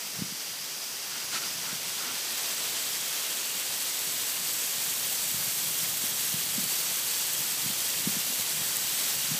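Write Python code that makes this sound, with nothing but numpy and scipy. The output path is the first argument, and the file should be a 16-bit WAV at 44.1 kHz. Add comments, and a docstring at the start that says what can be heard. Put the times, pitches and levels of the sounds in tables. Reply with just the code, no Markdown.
"""A garden hose misting plants

The spray is heard first from behind a shrub, then from the open bed. The turbulent jet hisses at
the nozzle, countless droplets patter on the leaves, and a few fat drops tick close by.
Foliage brushes past on the way, and eddies of air thump softly on the microphone."""
import sys
import numpy as np
from scipy import signal
from scipy.fft import rfft, irfft, next_fast_len
from scipy.io import wavfile

SR = 44100
rng = np.random.default_rng(int(sys.argv[2]) if len(sys.argv) > 2 else 0)


def bounce(signal):
    """Save signal as a 16-bit WAV file at the path given by the first command-line argument."""
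    frames = np.transpose(np.atleast_2d(signal))
    limited = np.clip(frames, -1, 1)
    pcm = np.round(limited * 32767).astype(np.int16)
    wavfile.write(sys.argv[1], SR, pcm)


N = 414099

# The spray, louder on leaving the shrub and brighter in the open.
# Each row: time in seconds, relative level in dB, relative brightness in dB.
SPRAY_COURSE = [(0, -43, -3), (0.85, -43.5, -3.5), (1.7, -40.5, -2.5), (2.45, -37.5, -1.5),
                (4.2, -38.4, 2.4), (5.6, -38.5, 4.5), (9.39, -37, 2.5)]
# Air moving over the microphone. Each row: time in seconds, relative strength of flow in dB.
AIRFLOW = [(0, -61), (0.95, -64), (1.6, -58.5), (3.7, -62), (5.5, -56), (7.2, -58), (9.39, -56)]
# The spectrum of its turbulence. Each row: frequency in Hz, relative spectral density in dB.
AIR_SPECTRUM = [(25, -46), (50, -25), (80, -14.5), (115, -4.5), (152, 0.5), (195, -2), (245, -9.5),
                (350, -16.5), (800, -30)]


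def spray(mist_db, leaf_db, splash_db, surge_db, flicker_db, shade_hz):
    """Superposition of impacts: mist merges to a hiss, larger drops crackle; foliage shades the treble."""
    # Water striking plants. Each row: frequency in Hz, filter gain in dB.
    patter_spectrum = [(150, -13.5), (260, -6), (550, -4.5), (1200, -6), (2200, -2.5), (3100, -0.6),
                       (4000, 0.3), (6000, 0.1), (7100, 0), (8400, 0.8), (9900, -4), (11700, -0.6),
                       (15500, -3.5)]
    level_db, treble_db = in_time(SPRAY_COURSE)
    mist = from_db(mist_db) * rng.standard_normal(N)
    rings = from_db(leaf_db) * leaves(per_s=6000, spread_db=2.5, cycles=20)
    splashes = from_db(splash_db) * cut(droplets(per_s=4500, spread_db=4.5), 10000, "high", order=3)
    patter = coloured(mist + rings + splashes, patter_spectrum)
    body = low_band(patter, shade_hz)
    treble = (patter - body) * from_db(treble_db - 2 + flicker_db * drift(25))
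    # the jet breaks up unevenly, so the drops arrive in surges
    return (body + treble) * from_db(level_db + 8 + surge_db * drift(17))


def leaves(per_s, spread_db, cycles):
    """Damped resonance: each drop rings a wet leaf at one of 20 pitches, losing 60 dB over `cycles`."""
    hits = droplets(per_s, spread_db)
    leaf_hit = rng.integers(0, 20, N)
    out = 0
    for leaf, hz in enumerate(np.geomspace(900, 10000, 20)):
        radius = from_db(-60 * hz / (cycles * SR))
        resonator = [1, -2 * radius * np.cos(2 * np.pi * hz / SR), radius ** 2]
        ring = signal.lfilter([1, 0, -1], resonator, hits * (leaf_hit == leaf) + 1e-18)
        out += np.sqrt(hz) * rms_one(ring)
    return rms_one(out)


def droplets(per_s, spread_db):
    """A Poisson process of impacts, many small and few large; rms 1."""
    sizes = from_db(spread_db * np.minimum(rng.exponential(1, N), 5))
    return rms_one(sizes * rng.choice([-1, 1], N) * (rng.random(N) < per_s / SR))


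def resonances(swell_db, wander, opening):
    """Narrow-band noise swells and shifts as the jet sways; it stands out more in the open."""
    # Resonances in the spray. Each row: centre in Hz, width in Hz, relative level in dB.
    bands = [(2830, 88, -15.5), (3245, 280, -11.5), (4560, 370, -11), (5870, 320, -14.5), (6510, 84, -15.5),
             (7910, 450, -8.5)]
    level_db, treble_db = in_time(SPRAY_COURSE)
    out = 0
    for hz, width_hz, db in bands:
        phase = 2 * np.pi * np.cumsum(hz * (1 + wander * drift(.8))) / SR
        in_phase, quadrature = cut(rng.standard_normal((2, N)), width_hz / 2, "low")
        band = rms_one(in_phase * np.cos(phase) + quadrature * np.sin(phase))
        out += band * from_db(db + swell_db * drift(3.3))
    return out * from_db(level_db + opening * (treble_db - treble_db.max()))


def nozzle(facing_db, away_db, turn_s, turn_length_s, pass_s, half_width_s, pass_db):
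    """Jet turbulence hisses, swelling as the microphone passes and fading as it turns to the bed."""
    # The hiss of the jet. Each row: frequency in Hz, relative spectral density in dB.
    jet_spectrum = [(200, -12.5), (1300, -10.5), (3000, -10.5), (3900, -21), (4500, -4), (4900, 2.5),
                    (5300, -1), (5900, -0.5), (6800, -7.5), (8000, -13.5), (9600, -9), (15500, -11.5)]
    t = np.arange(N) / SR
    turned = (1 + np.tanh((t - turn_s) / turn_length_s * 2)) / 2
    passing = 1 / (1 + ((t - pass_s) / half_width_s) ** 2)
    level_db = facing_db + (away_db - facing_db) * turned + pass_db * passing
    return coloured(rng.standard_normal(N), jet_spectrum) * from_db(level_db + .5 * drift(14))


def ticks(gain_db, decay_s, strays_per_s, stray_over_spray_db):
    """A brief impulse has a broad spectrum: each close drop bursts in a bright crack."""
    # The fattest drops. Each row: start in seconds, relative peak level in dB.
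    fat_drops = [(3.9923, -17), (4.9194, -17), (5.3144, -14), (6.6404, -14), (7.3344, -13), (8.7594, -14),
                 (8.7694, -11)]
    out, t = np.zeros(N), np.arange(SR // 200) / SR
    patter_db, treble_db = in_time(SPRAY_COURSE)
    strays = at_random(strays_per_s, patter_db + treble_db + stray_over_spray_db)
    for start, db in fat_drops + strays:
        crack = cut(rng.standard_normal(len(t)) * np.exp(-t / decay_s), [8000, 15000], "band")
        add(out, start, from_db(db + gain_db) * crack / np.abs(crack).max())
    return out


def brushes():
    """Stick-slip friction: leaves slide past in short swells of dense, tiny slips."""
    # Rubbing foliage. Each row: frequency in Hz, relative spectral density in dB.
    slip_spectrum = [(250, -6), (700, -15), (1050, -3.5), (1250, -3.5), (1380, 3.5), (1600, -4),
                     (1900, -4.5), (3000, -3), (5000, -4), (7000, -7), (10000, -10), (15500, -22)]
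    # Passing leaves. Each row: midpoint in seconds, length in seconds, level in dB, low-pass in Hz.
    strokes = [(1.168, 0.14, -44, 7000), (1.357, 0.056, -31.5, 12000), (1.444, 0.057, -39.5, 7000),
               (1.68, 0.093, -44, 1900), (2.06, 0.14, -43, 1800)]
    slips = coloured(droplets(per_s=9000, spread_db=2), slip_spectrum)
    out, t = np.zeros(N), np.arange(N) / SR
    for middle, length, db, corner_hz in strokes:
        swell = np.exp(-(2 * (t - middle) / length) ** 4 / 2)
        out += from_db(db) * swell * rms_one(cut(slips, corner_hz, "low"))
    return out


def puffs(gain_db, snap_hz, eddies, gap_s, loss_db, wake_db, wake_s):
    """Vortex shedding: each puff is a train of ever weaker pressure pulses inside a short flutter."""
    # Puffs on the microphone. Each row: start in seconds, relative level in dB, pitch in Hz,
    # rise time in seconds.
    strong = [(0.19, -35, 135, .004), (0.219, -24, 135, .0032), (0.321, -37.5, 161, 0.0042),
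              (1.727, -36, 151, 0.0033), (5.341, -35, 120, 0.0041), (5.47, -42, 127, 0.0068),
              (5.826, -40, 144, .006), (6.038, -36, 190, .003), (6.34, -30.5, 130, 0.0035),
              (6.577, -30, 165, 0.0079), (6.633, -36, 190, .003), (7.658, -32.5, 120, 0.0054),
              (7.699, -33.5, 161, 0.004), (8.071, -22.5, 143, 0.0044), (8.164, -31.5, 165, 0.0054),
              (8.298, -39.5, 198, 0.0053), (8.394, -37, 131, .0037), (8.612, -39, 152, 0.0044),
              (9.312, -30.5, 150, 0.0047), (9.345, -35.5, 180, .005)]
    out, wake, t = np.zeros(N), np.zeros(N), np.arange(SR // 10) / SR
    flow_db, = in_time(AIRFLOW)
    faint = [(start, db, 120, 0.005) for start, db in at_random(per_s=4, level_db=flow_db + 7)]
    hardest_db = max(row[1] for row in strong)
    for start, db, hz, rise_s in strong + faint:
        bump = (t / rise_s * np.exp(1 - t / rise_s)) ** 2
        # the harder the puff, the higher it starts before sinking to its pitch
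        lift_hz = snap_hz * np.sqrt(from_db(db - hardest_db))
        turns = hz * t + lift_hz * rise_s * (1 - np.exp(-t / rise_s))
        for k, (phase, lateness) in enumerate(rng.random((eddies, 2))):
            eddy = from_db(db + gain_db - loss_db * k) * bump * np.sin(2 * np.pi * (turns + phase))
            add(out, start + k * gap_s * (1 + (lateness - .5) / 2), eddy)
        add(wake, start, from_db([db]))
    swell = np.exp(-np.abs(np.arange(-SR // 5, SR // 5) / SR) / wake_s)
    flutter = coloured(rng.standard_normal(N), AIR_SPECTRUM) * signal.fftconvolve(wake, swell, "same")
    return cut(out + from_db(wake_db) * flutter, 60, "high", order=3)


def breeze(gain_db, lumpy_db, deep_hz, deep_db_per_db):
    """Turbulence rumbles at the microphone; stronger flow sheds larger eddies, which sound deeper."""
    flow_db, = in_time(AIRFLOW)
    rumble = coloured(rng.standard_normal(N), AIR_SPECTRUM)
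    deep = low_band(rumble, deep_hz)
    rumble = rumble - deep + deep * from_db(deep_db_per_db * (flow_db - flow_db.mean()))
    return rumble * from_db(flow_db + gain_db + lumpy_db * drift(8.2))


def from_db(db):
    """Decibels to amplitude ratio."""
    return 10 ** (np.asarray(db) / 20)


def rms_one(x):
    """Normalisation to unit rms."""
    return x / np.sqrt(np.mean(x ** 2) + 1e-20)


def in_time(rows):
    """Linear interpolation of each column of a time curve at every sample."""
    times, *columns = np.transpose(rows)
    return [np.interp(np.arange(N) / SR, times, column) for column in columns]


def shaped(x, db_at):
    """Zero-phase filtering by a gain in dB given as a function of frequency."""
    size = next_fast_len(N + 4096)
    hz = np.maximum(np.arange(size // 2 + 1) * SR / size, 1)
    return irfft(rfft(x, size) * from_db(db_at(hz)), size)[:N]


def low_band(x, corner_hz):
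    """A zero-phase low-pass, so that subtracting it leaves the high band."""
    return shaped(x, lambda hz: -20 * np.log10(1 + (hz / corner_hz) ** 4))


def coloured(x, spectrum):
    """Spectral shaping that falls 12 dB per octave below the first point; rms 1."""
    points, db = np.transpose(spectrum)

    def gain_db(hz):
        roll_off = 40 * np.log10(np.minimum(hz / points[0], 1))
        return np.interp(np.log(hz), np.log(points), db) + roll_off
    return rms_one(shaped(x, gain_db))


def cut(x, hz, kind, order=2):
    """Butterworth low-, high- or band-pass."""
    return signal.sosfilt(signal.butter(order, hz, kind, fs=SR, output="sos"), x)


def drift(hz):
    """Low-passed noise gives a slow random wander; rms 1."""
    step = 40  # samples between points
    pole = np.exp(-2 * np.pi * hz * step / SR)
    slow = signal.lfilter([1], [1, -2 * pole, pole ** 2], rng.standard_normal(N // step + 2002))[2000:]
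    return np.interp(np.arange(N) / step, np.arange(len(slow)), rms_one(slow))


def at_random(per_s, level_db):
    """Chance events. Each row: start in seconds, level in dB within 2 dB of the given curve."""
    draws = rng.random((int(per_s * N / SR), 2))
    return [(when * N / SR, level_db[int(when * N)] + 2 * (2 * size - 1)) for when, size in draws]


def add(out, start_s, sound):
    """Superposition of a short sound at a given time."""
    start = int(np.clip(round(start_s * SR), 0, N - 1))
    out[start:start + len(sound)] += sound[:N - start]


def scene():
    """The pressures of water, foliage and air sum at one microphone that feeds both channels."""
    water = spray(mist_db=-2.5, leaf_db=-9.5, splash_db=-5.5,
                  surge_db=0.53, flicker_db=0.38, shade_hz=7000)
    water += resonances(swell_db=2.5, wander=.006, opening=0.62)
    water += nozzle(facing_db=-39, away_db=-46, turn_s=2.9, turn_length_s=1.3,
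                    pass_s=1.44, half_width_s=0.099, pass_db=3.5)
    air = breeze(gain_db=2.5, lumpy_db=2.5, deep_hz=110, deep_db_per_db=1.6)
    air += puffs(gain_db=1.5, snap_hz=235, eddies=3, gap_s=0.024, loss_db=14.5,
                 wake_db=-17, wake_s=0.032)
    foliage = brushes()
    close_drops = ticks(gain_db=-1, decay_s=0.00044, strays_per_s=2.8, stray_over_spray_db=13)
    mono = water + close_drops + foliage + air
    return np.array([mono, mono])


def record(dry):
    """Frequency response: the microphone port colours the treble, and the top is cut steeply."""
    # Narrow peaks and dips of the port. Each row: centre in Hz, width in Hz, gain in dB.
    port_bands = [(4680, 570, -0.2), (5160, 200, -2.5), (7620, 330, 0.9)]
    cutoff_hz = 15300

    def response_db(hz):
        port_db = sum(db * np.exp(-2 * ((hz - centre) / width) ** 2) for centre, width, db in port_bands)
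        return port_db - np.clip((hz - cutoff_hz) / 3, 0, 90)
    return np.array([shaped(channel, response_db) for channel in dry])


dry = scene()
out = record(dry)
bounce(out)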